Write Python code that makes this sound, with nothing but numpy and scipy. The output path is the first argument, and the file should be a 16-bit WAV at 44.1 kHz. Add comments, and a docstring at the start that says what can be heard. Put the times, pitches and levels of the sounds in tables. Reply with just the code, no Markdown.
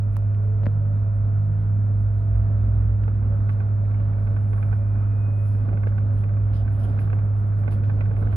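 """A compressor drones at a fixed shaft speed inside an electric city bus that pulls away, heard near the windscreen:
sines on shaft orders. Gliding sines make the driveline moans, the motor whine and the inverter tones.
Shaped noise makes the tyre and air rush, the singing duct and the puffs of the air valves.
Noise bursts through resonances rattle the trim panels, louder on the right; short damped rings click close by."""
import sys
import numpy as np
from scipy import signal
from scipy.fft import rfft, irfft, next_fast_len
from scipy.io import wavfile
from scipy.ndimage import uniform_filter1d, map_coordinates

SR = 44100
rng = np.random.default_rng(int(sys.argv[2]) if len(sys.argv) > 2 else 0)


def master_out(mix):
    """Clip the mix to full scale and print it as 16-bit PCM to the path in sys.argv[1]."""
    frames = np.transpose(np.atleast_2d(mix))
    ceiling = np.clip(frames, -1, 1)
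    pcm = np.round(ceiling * 32767).astype(np.int16)
    wavfile.write(sys.argv[1], SR, pcm)


N = 368675

# stereo image: (frequency [Hz], left-right likeness [0..1], left-right level [dB], lead of the left [rad])
STEREO_IMAGE = [(35, .93, -2, .6), (130, .95, -2, .2), (240, .82, -.5, 0), (330, .45, 0, 0),
                (520, .55, -2.5, .4), (900, .3, -4, 1.3), (1200, .35, -7, 2.8), (1450, .15, -9, 3.5),
                (2000, .05, -1, 3.5), (3000, 0, -1.5, 3.5), (15000, 0, 0, 3.5)]
# motor whine pitch, which also stands for road speed: (time [s], pitch [Hz])
WHINE_PITCH = [(0, 900), (1.7, 1510), (2.5, 1800), (3.2, 2010), (4.2, 2250), (4.75, 2395), (5.25, 2482),
               (5.6, 2520), (6.3, 2550)]


def amp(db):
    """Gain of a level in dB."""
    return 10 ** (np.asarray(db) / 20)


def unit(x):
    """x at rms 1."""
    return x / np.sqrt(np.mean(x ** 2) + 1e-20)


def along(points, hz):
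    """Columns of (Hz, value, ..) points, interpolated on a log axis."""
    f, *cols = np.transpose(points)
    return np.squeeze([np.interp(np.log(hz + 1), np.log(f + 1), c) for c in cols])


def curves(rows):
    """One value per sample for each column after the time."""
    s, *cols = np.transpose(rows)
    return [np.interp(np.arange(N) / SR, s, c) for c in cols]


def wobble(knots_per_s):
    """Smooth random curve through normally distributed knots."""
    knots = rng.standard_normal(int(N * knots_per_s / SR) + 4)
    return map_coordinates(knots, [np.arange(N) * knots_per_s / SR])


def gate(start_s, end_s, fade_s):
    """Linear fade in from the start and out to the end."""
    t = np.arange(N) / SR
    return np.clip(np.minimum(t - start_s, end_s - t) / fade_s, 0, 1)


def filtered(x, response):
    """x times a complex response of frequency."""
    m = next_fast_len(x.shape[-1] + 8192)
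    spectrum = rfft(x, m) * response(np.fft.rfftfreq(m, 1 / SR))
    return irfft(spectrum, m)[..., :x.shape[-1]]


def panned(x, side_db):
    """Stereo with a left-right level difference."""
    return x * amp([[side_db / 2], [-side_db / 2]])


def tone(hz, rms_db, lead_rad=0):
    """Stereo sine on a pitch curve; the left leads in phase."""
    phase = 2 * np.pi * np.cumsum(hz * np.ones(N)) / SR + rng.uniform(0, 2 * np.pi)
    return np.sqrt(2) * amp(rms_db) * np.sin([phase + lead_rad, phase])


def modes(table, hz):
    """Causal response of resonances (Hz, width Hz, dB), summed with alternating sign."""
    total = 0
    for i, (center_hz, width_hz, db) in enumerate(table):
        damping = 1j * hz * width_hz
        total = total + (-1) ** i * amp(db) * damping / (center_hz * center_hz - hz * hz + damping)
    return total


def rush(spectrum, patchy_db):
    """Diffuse stereo noise of rms 1: random gain patches in time and frequency, then spectrum and stereo image."""
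    z = signal.stft(rng.standard_normal((2, N)), nperseg=512)[2]
    patches = rng.standard_normal(z.shape[1:])
    patches = uniform_filter1d(uniform_filter1d(patches, 6, 0), 10, 1)
    pair = signal.istft(z * amp(patchy_db * unit(patches)), nperseg=512)[1][:, :N]

    def mid_side(hz):
        angle = np.arccos(along(STEREO_IMAGE, hz)[0]) / 2  # sets the likeness of left and right
        return amp(along(spectrum, hz)) * [np.cos(angle), np.sin(angle)]

    def lean(hz):
        _, side_db, lead_rad = along(STEREO_IMAGE, hz)
        return amp(np.outer([.5, -.5], side_db)) * np.exp(np.outer([.5j, -.5j], lead_rad))

    mid, side = filtered(pair, mid_side)
    return unit(filtered(np.array([mid + side, mid - side]), lean))


def compressor():
    """Lines on multiples of one steady shaft; cabin modes make each louder on one side, the second order booms."""
    shaft_hz = 51.213
    boom_db, sway_s = -20.5, .11
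    # brief dips and swells of the boom: (time [s], level change [dB])
    boom_sways = [(5.33, -1), (6.85, -2), (7.06, -0.5), (7.87, 1.3), (8.02, -0.5)]
    # shaft orders: (multiple of shaft speed, mean level [dB], left-right level [dB])
    orders = [(1, -36, -1.5), (4, -45.5, -2.5), (5, -57, -1), (9, -60, 0), (13, -55.5, -2),
              (19, -72, -18.5), (24, -71, -7), (25, -72, -12), (26, -73.5, -17), (27, -64.5, -6),
              (28, -77, -10), (29, -75, -14), (39, -86, 11.5), (48, -77, 4), (73, -93, 2)]
    t = np.arange(N) / SR
    boom_db = boom_db + sum(db * np.exp(-((t - s) / sway_s) ** 2) for s, db in boom_sways)
    hum = panned(tone(2 * shaft_hz + .04 * wobble(3), boom_db + .5 * wobble(7), lead_rad=.3), -2.1)
    for k, db, side_db in orders:
        lead_rad = along(STEREO_IMAGE, k * shaft_hz)[2] * (k < 29)
        hum += panned(tone(k * shaft_hz, db + 1.1 * wobble(3), lead_rad), side_db)
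    return hum


def moans():
    """Driveline moans and shudders: each sine glides upward, swells to its middle and fades."""
    # (start [s], length [s], from [Hz], to [Hz], middle level before flutter [dB], waver [Hz])
    glides = [(0.198, .7, 398, 492, -49.5, 9), (0.481, 0.62, 134, 169, -37.5, 4.1),
              (1.195, 0.64, 140, 171.7, -35.5, 3), (1.902, .4, 53.5, 57.3, -28, 0.57),
              (2.256, .26, 56.1, 59.3, -22.5, 0.91), (2.442, .72, 58.1, 60.6, -23.5, 0.59),
              (3.005, 0.58, 60, 66.2, -30, 0.97), (6.208, 0.66, 59.2, 63.4, -30.5, .8)]
    edge_drop_db = 17.5  # start and end against the middle
    out, waver, flutter_db = 0, wobble(25), 1.5 * wobble(25)
    for start_s, length_s, from_hz, to_hz, db, waver_hz in glides:
        u = (np.arange(N) / SR - start_s) / length_s
        hz = from_hz + (to_hz - from_hz) * np.clip(u, 0, 1)
        swell_db = db - edge_drop_db * (2 * u - 1) ** 2
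        out = out + tone(hz + waver_hz * waver, swell_db + flutter_db, lead_rad=.2)
    return panned(out, -2)


def road():
    """Tyre and airflow noise through floor and glass in four bands that rise with speed, plus air and a duct."""
    # noise spectra, lowest band first: (frequency [Hz], relative density [dB per Hz])
    thud_spectrum = [(12, -30), (20, -20), (33, -5.5), (42, -2.5), (60, 5), (78, -0.5), (115, -3.5),
                     (135, -10.5), (180, -120)]
    body_spectrum = [(90, -120), (115, -6.5), (130, -1.5), (158, -2.5), (185, -8), (262, -7.5), (320, -15),
                     (500, -18.5), (720, -22.5), (900, -27.5), (1300, -120)]
    tyre_spectrum = [(450, -120), (700, 0), (850, -4), (1050, -2), (1350, -1.5), (1550, -7), (1750, -10.5),
                     (2300, -16.5), (2700, -23), (3000, -33.5), (4000, -120)]
    hiss_spectrum = [(1800, -120), (2500, -5), (2850, 0.5), (3500, -3), (4300, -8), (5250, -11.5),
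                     (5600, -23), (6500, -32.5), (9000, -120)]
    air_spectrum = [(3500, -120), (5200, -11.5), (6200, -9), (7700, -16.5), (8600, -10), (9200, -3),
                    (9700, 1.5), (11300, -3), (12000, -7), (15500, -8)]
    # road roughness before each band's share: (time [s], level [dB])
    roughness = [(0, 0.5), (1.6, -0.5), (2.8, 0.5), (3.7, -0.5), (4.35, 0), (5.2, -1.8), (5.7, 0.5),
                 (6.4, -1), (6.9, 2), (7.4, -2.5), (8.3, 2.5)]
    (whine_hz,), (rough_db,) = curves(WHINE_PITCH), curves(roughness)
    slow = 1 - whine_hz / whine_hz.max()
    bumps = wobble(9)  # road unevenness shared by the four bands

    def level(full_db, lost_db, rough_share, bump_db):
        return amp(full_db - lost_db * slow + rough_share * rough_db + bump_db * bumps)

    out = level(-34, 7.4, 2.4, .64) * rush(thud_spectrum, patchy_db=1.0)
    out += level(-38, 8.8, 1, .6) * rush(body_spectrum, patchy_db=1.3)
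    out += level(-51.5, 5.4, .31, 1.0) * rush(tyre_spectrum, patchy_db=.44)
    out += level(-73, 6.5, 1.3, .81) * rush(hiss_spectrum, patchy_db=2)
    out += amp(-79.0 + .7 * wobble(4)) * rush(air_spectrum, patchy_db=3)
    # a ventilation duct sings on noise
    duct_hz, duct_width_hz, duct_rms_db = 571, 20, -53
    draught = rush([(300, -120), (450, -1.0), (700, -1.5), (1000, -120)], patchy_db=-2.3)
    duct = filtered(draught, lambda f: modes([(duct_hz, duct_width_hz, 0)], f) ** 2)
    return out + amp(duct_rms_db) * unit(duct)


def rattles():
    """Knocks chatter a few ms into the panel modes; fainter random ones grow denser with time."""
    # panel resonances: (frequency [Hz], width [Hz], gain [dB])
    panel = [(444, 170, 4.5), (850, 360, -2.5), (1110, 33, 8), (1527, 130, 4.5), (1796, 96, -2.5),
             (2020, 330, -5), (2500, 310, -4), (3300, 630, -19)]
    # knocks: (time [s], relative strength [dB], low part [dB], high part [dB])
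    knocks = [(3.0788, -29, 5.5, -5), (3.4925, -27, -1, 0), (3.6028, -30.5, 4, -4),
              (3.911, -35.5, -.5, -.5), (3.941, -36.5, 0, 2.5), (3.9982, -36.5, -1, -1),
              (4.2712, -31.5, .5, -3.5), (4.3647, -30, 3.5, -3), (4.5311, -32, 6, 2),
              (4.578, -33, .5, -7.5), (4.627, -31, 0, 2.5), (4.727, -31, 6, -4.5), (5.688, -32.5, 0, -4),
              (5.73, -34.5, 9, -1), (5.772, -34.5, 6, 1.5), (5.833, -30.5, 6.5, -2), (5.8695, -27, 6, -4),
              (5.9205, -33.5, -4.5, -6), (5.9797, -29.5, -2, 0), (6.2365, -34.5, -2, 4.5),
              (6.292, -35, -4.5, -5), (6.678, -32.5, -3, -3.5), (6.989, -31, -1.5, 4.5),
              (7.075, -35, 3, -6), (7.1006, -35, -3, 2), (7.1297, -28.5, 7.5, 0), (7.1875, -35, 0, -1.5),
              (7.635, -34.5, -5.5, -5.5), (7.678, -29, 9, 1), (7.7221, -33.5, 0, -2), (7.78, -36, -2, -5),
              (7.835, -36, 0, 0), (7.8963, -25, 1, -8), (8.0078, -27.5, 2, 4), (8.0555, -36, 0, 1),
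              (8.1105, -32.5, 7, -4), (8.1655, -35, -3.5, 1), (8.2245, -30.5, 5, -7), (8.271, -31.5, 0, -5),
              (8.327, -30, -1.5, -4)]
    # left channel against right: (frequency [Hz], level [dB], lead of the left [rad])
    panel_left = [(600, -3, 2.5), (1000, -9, 1.6), (1750, -9, 1.6), (2100, -2, 3.6), (3500, -2, 4.4)]
    first_s, faint_count, faint_db, faint_high_db = 2.8, 90, -44, -2.5
    chatter_s = .008
    when_s = first_s + (N / SR - first_s) * rng.random(faint_count) ** .7
    strength_db = faint_db + 2.5 * rng.standard_normal(faint_count)
    faint = np.c_[when_s, strength_db, np.zeros(faint_count), np.full(faint_count, faint_high_db)]
    t = np.arange(SR // 10) / SR
    envelope = .8 * np.exp(-(t / chatter_s) ** 2) + .17 * amp(-60 * t / .3)
    out = np.zeros((2, N + len(t)))
    for s, db, low_db, high_db in list(knocks) + list(faint):
        chatter = rng.standard_normal((2, len(t))) * envelope
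        chatter[1, 0] = 12  # the first contact is the hardest
        chatter[0] = .4 * chatter[1] + .9 * chatter[0]
        tilt = lambda f: amp(np.interp(f, [840, 1010, 1770, 2030], [low_db, 0, 0, high_db]))
        knock = filtered(chatter, lambda f: modes(panel, f) * tilt(f))
        out[:, round(s * SR):][:, :len(t)] += amp(db) * knock

    def contact(f):
        soft = 1 / (1 + 1j * f / 4500) ** 3  # padded contacts carry little treble
        left_db, lead_rad = along(panel_left, f)
        return soft * [amp(left_db) * np.exp(1j * lead_rad), np.ones(len(f))]

    return amp(4.5) * filtered(out[:, :N], contact)


def clicks():
    """Dry close snaps: a contact-limited edge and barely one cycle of ring, with a faint scrape around the loudest."""
    # (time [s], relative strength [dB], pitch [Hz], edge cutoff [Hz], left-right level [dB])
    snaps = [(.1608, -46, 2300, 4500, -20), (.167, -31, 950, 2600, -22), (.1678, -35, 12000, 19000, -23),
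             (.347, -45, 2000, 4500, -20.5), (.634, -32, 500, 2800, 15), (.6374, -42, 2950, 5000, -5.5),
             (.6579, -35.5, 4300, 5500, -1.5), (.6579, -27.5, 1900, 3000, -1.5),
             (.6658, -35.5, 3700, 6000, 3), (.6658, -21.5, 1800, 3000, 5), (.666, -19, 460, 2300, 7.5),
             (.6684, -16, 190, 700, 9.5), (3.0362, -36, 1500, 4200, -7.5), (7.7107, -45, 3800, 7000, 0)]
    t = np.arange(SR // 25) / SR
    out = np.zeros((2, N))
    for s, db, hz, edge_hz, side_db in snaps:
        ring = np.cos(2 * np.pi * hz * t) * np.exp(-t * hz / .85)
        fuzz = .11 * rng.standard_normal((2, len(t))) * np.exp(-t / .0015)
        edge = lambda f: 1 / (1 + 1.4j * f / edge_hz - (f / edge_hz) ** 2) ** 3
        snap = filtered(ring + fuzz, edge)
        out[:, round(s * SR):][:, :len(t)] += panned(amp(db) * snap, side_db)
    scrape_start_s, scrape_end_s, scrape_db = .63, .68, -71
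    scrape_hz, scrape_width_hz = 3900, 1500
    grain = amp(3 * wobble(300))
    grit = grain * filtered(rng.standard_normal(N), lambda f: modes([(scrape_hz, scrape_width_hz, 0)], f) ** 2)
    out += amp(scrape_db) * gate(scrape_start_s, scrape_end_s, .02) * unit(grit)
    return filtered(out, lambda f: 1j * f / (120 + 1j * f))  # high-pass


def valves():
    """Puffs of compressed air: quick opening, then fading jet noise in a high and a lower band."""
    # (time [s], level before opening and sputter [dB], lower band against high [dB], time to fade 20 dB [s])
    puffs = [(.1221, -73, -8, .1), (.42, -75, -9, .1), (1.1428, -74, -9, .08), (1.99, -75, -6, .09),
             (3.3473, -70, -8, .07), (3.494, -73, 2, .1), (5.45, -65, -4, .1), (5.8686, -75, 6, .06),
             (6.13, -69, -6, .07), (6.1754, -67, -1.5, .1), (6.5286, -68, 9, .13),
             (6.7221, -67.5, -12, .13), (6.7905, -69, 3, .1), (6.83, -68, 1, .19), (6.992, -64.5, -1, .11),
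             (7.1422, -67, -19, .03), (7.2444, -71, -14.5, .03), (7.3612, -70, -5, .09),
             (7.4669, -69, -19, .04), (7.5742, -70, -3, .1), (7.7099, -61.5, .5, .08), (7.83, -82, 13, .16),
             (8.1668, -68, -8, .08), (8.1883, -71, -4, .11), (8.3105, -68, 2, .07)]
    # jet spectra: (frequency [Hz], relative density [dB per Hz])
    jet_high = [(5000, -120), (6500, -19), (8500, -13.5), (9200, -3), (10200, -1.5), (11400, -3.5),
                (12200, -12), (15500, -14)]
    jet_low = [(1200, -120), (2000, -19.5), (2700, 6.5), (3500, 3.5), (5200, -8.5), (5800, -7), (7000, -11),
               (9500, -120)]
    nozzle_hz, nozzle_width_hz, nozzle_db = 5000, 160, 6  # the lower band rings here
    open_s, low_open_s = .0018, .002
    high, low, t = np.zeros(N + SR), np.zeros(N + SR), np.arange(SR // 2) / SR
    for s, db, low_db, fade_s in puffs:
        flow = amp(db - 20 * (t / max(fade_s, .01)) ** 2) * (1 - np.exp(-t / open_s))
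        high[round(s * SR):][:len(t)] += flow
        low[round(s * SR):][:len(t)] += flow * amp(low_db) * (1 - np.exp(-t / low_open_s))
    high_jet = rush(jet_high, patchy_db=2)
    nozzle = lambda f: 1 + modes([(nozzle_hz, nozzle_width_hz, nozzle_db)], f)
    low_jet = filtered(rush(jet_low, patchy_db=3), nozzle)
    sputter = amp(1.8 * wobble(70))  # uneven flow
    return sputter * (high[:N] * high_jet + low[:N] * low_jet)


def drive():
    """Motor whine, and inverter tones that spread from their carrier as the motor current speeds up."""
    # switching rates, stepping up: (start [s], end [s], carrier [Hz], base level near it [dB], near its double [dB])
    carriers = [(.8, 4.17, 4000, -85, -101.5), (4.1, 6.12, 4999, -89, -84)]
    # swell of the inverter tones: (time [s], near the carrier [dB], near its double [dB])
    tone_swell = [(3.2, -2, 0), (3.42, 6, 0), (3.7, -2, 0), (4.05, 4, 0), (4.3, 5, 3), (4.7, 2, 1),
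                  (5.1, 0, 0), (5.38, -6, 5), (5.52, 7, 2), (5.75, -3, -5), (6.1, -5, -8)]
    # (multiple of carrier, multiple of current frequency, relative level [dB])
    sidebands = [(1, -3, -2), (1, 3, -1), (2, -2, -1.5), (2, 0, 0), (2, 2, -1.5)]
    whine_db, peak_hz, peak_width_hz, peak_lift_db = -78.5, 2472, 70, 14.5  # a resonance lifts the whine
    pull_start_s, pull_end_s = 1.3, 5.75
    whine_per_current = 21.4  # frequency ratio
    slow_loss_db = 30  # lost near the carrier as whine pitch goes to zero
    whine_hz, = curves(WHINE_PITCH)
    level_db = whine_db + peak_lift_db / (1 + ((whine_hz - peak_hz) / peak_width_hz) ** 2)
    whine = tone(whine_hz + 5 * wobble(9), level_db + 2.5 * wobble(12), lead_rad=1.5)
    out = gate(pull_start_s, pull_end_s, .3) * whine
    drift_hz = 4 * wobble(8)
    # thin converter tone, on from the outset
    out += gate(-1, 4.15, .1) * tone(9998 + drift_hz, -92 + 3 * wobble(15), lead_rad=1.1)
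    slow = 1 - whine_hz / whine_hz.max()
    near_swell_db, double_swell_db = curves(tone_swell)
    for m, k, db in sidebands:
        flicker_db = 3.5 * wobble(7) + 2 * wobble(30)
        for start_s, end_s, carrier_hz, near_db, double_db in carriers:
            if m == 1:
                band_db = near_db + near_swell_db - slow_loss_db * slow
            else:
                band_db = double_db + double_swell_db
            hz = m * carrier_hz + k * whine_hz / whine_per_current
            sideband = tone(hz + drift_hz, db + flicker_db + band_db, lead_rad=1.1)
            out += gate(start_s, end_s, .12) * sideband
    return out


def scene():
    """Stereo sum of all sources."""
    return compressor() + drive() + moans() + road() + rattles() + clicks() + valves()


def record(dry):
    """Band limit: nothing passes from 15720 Hz up."""
    return filtered(dry, lambda hz: hz < 15720)


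dry = scene()
out = record(dry)
master_out(out)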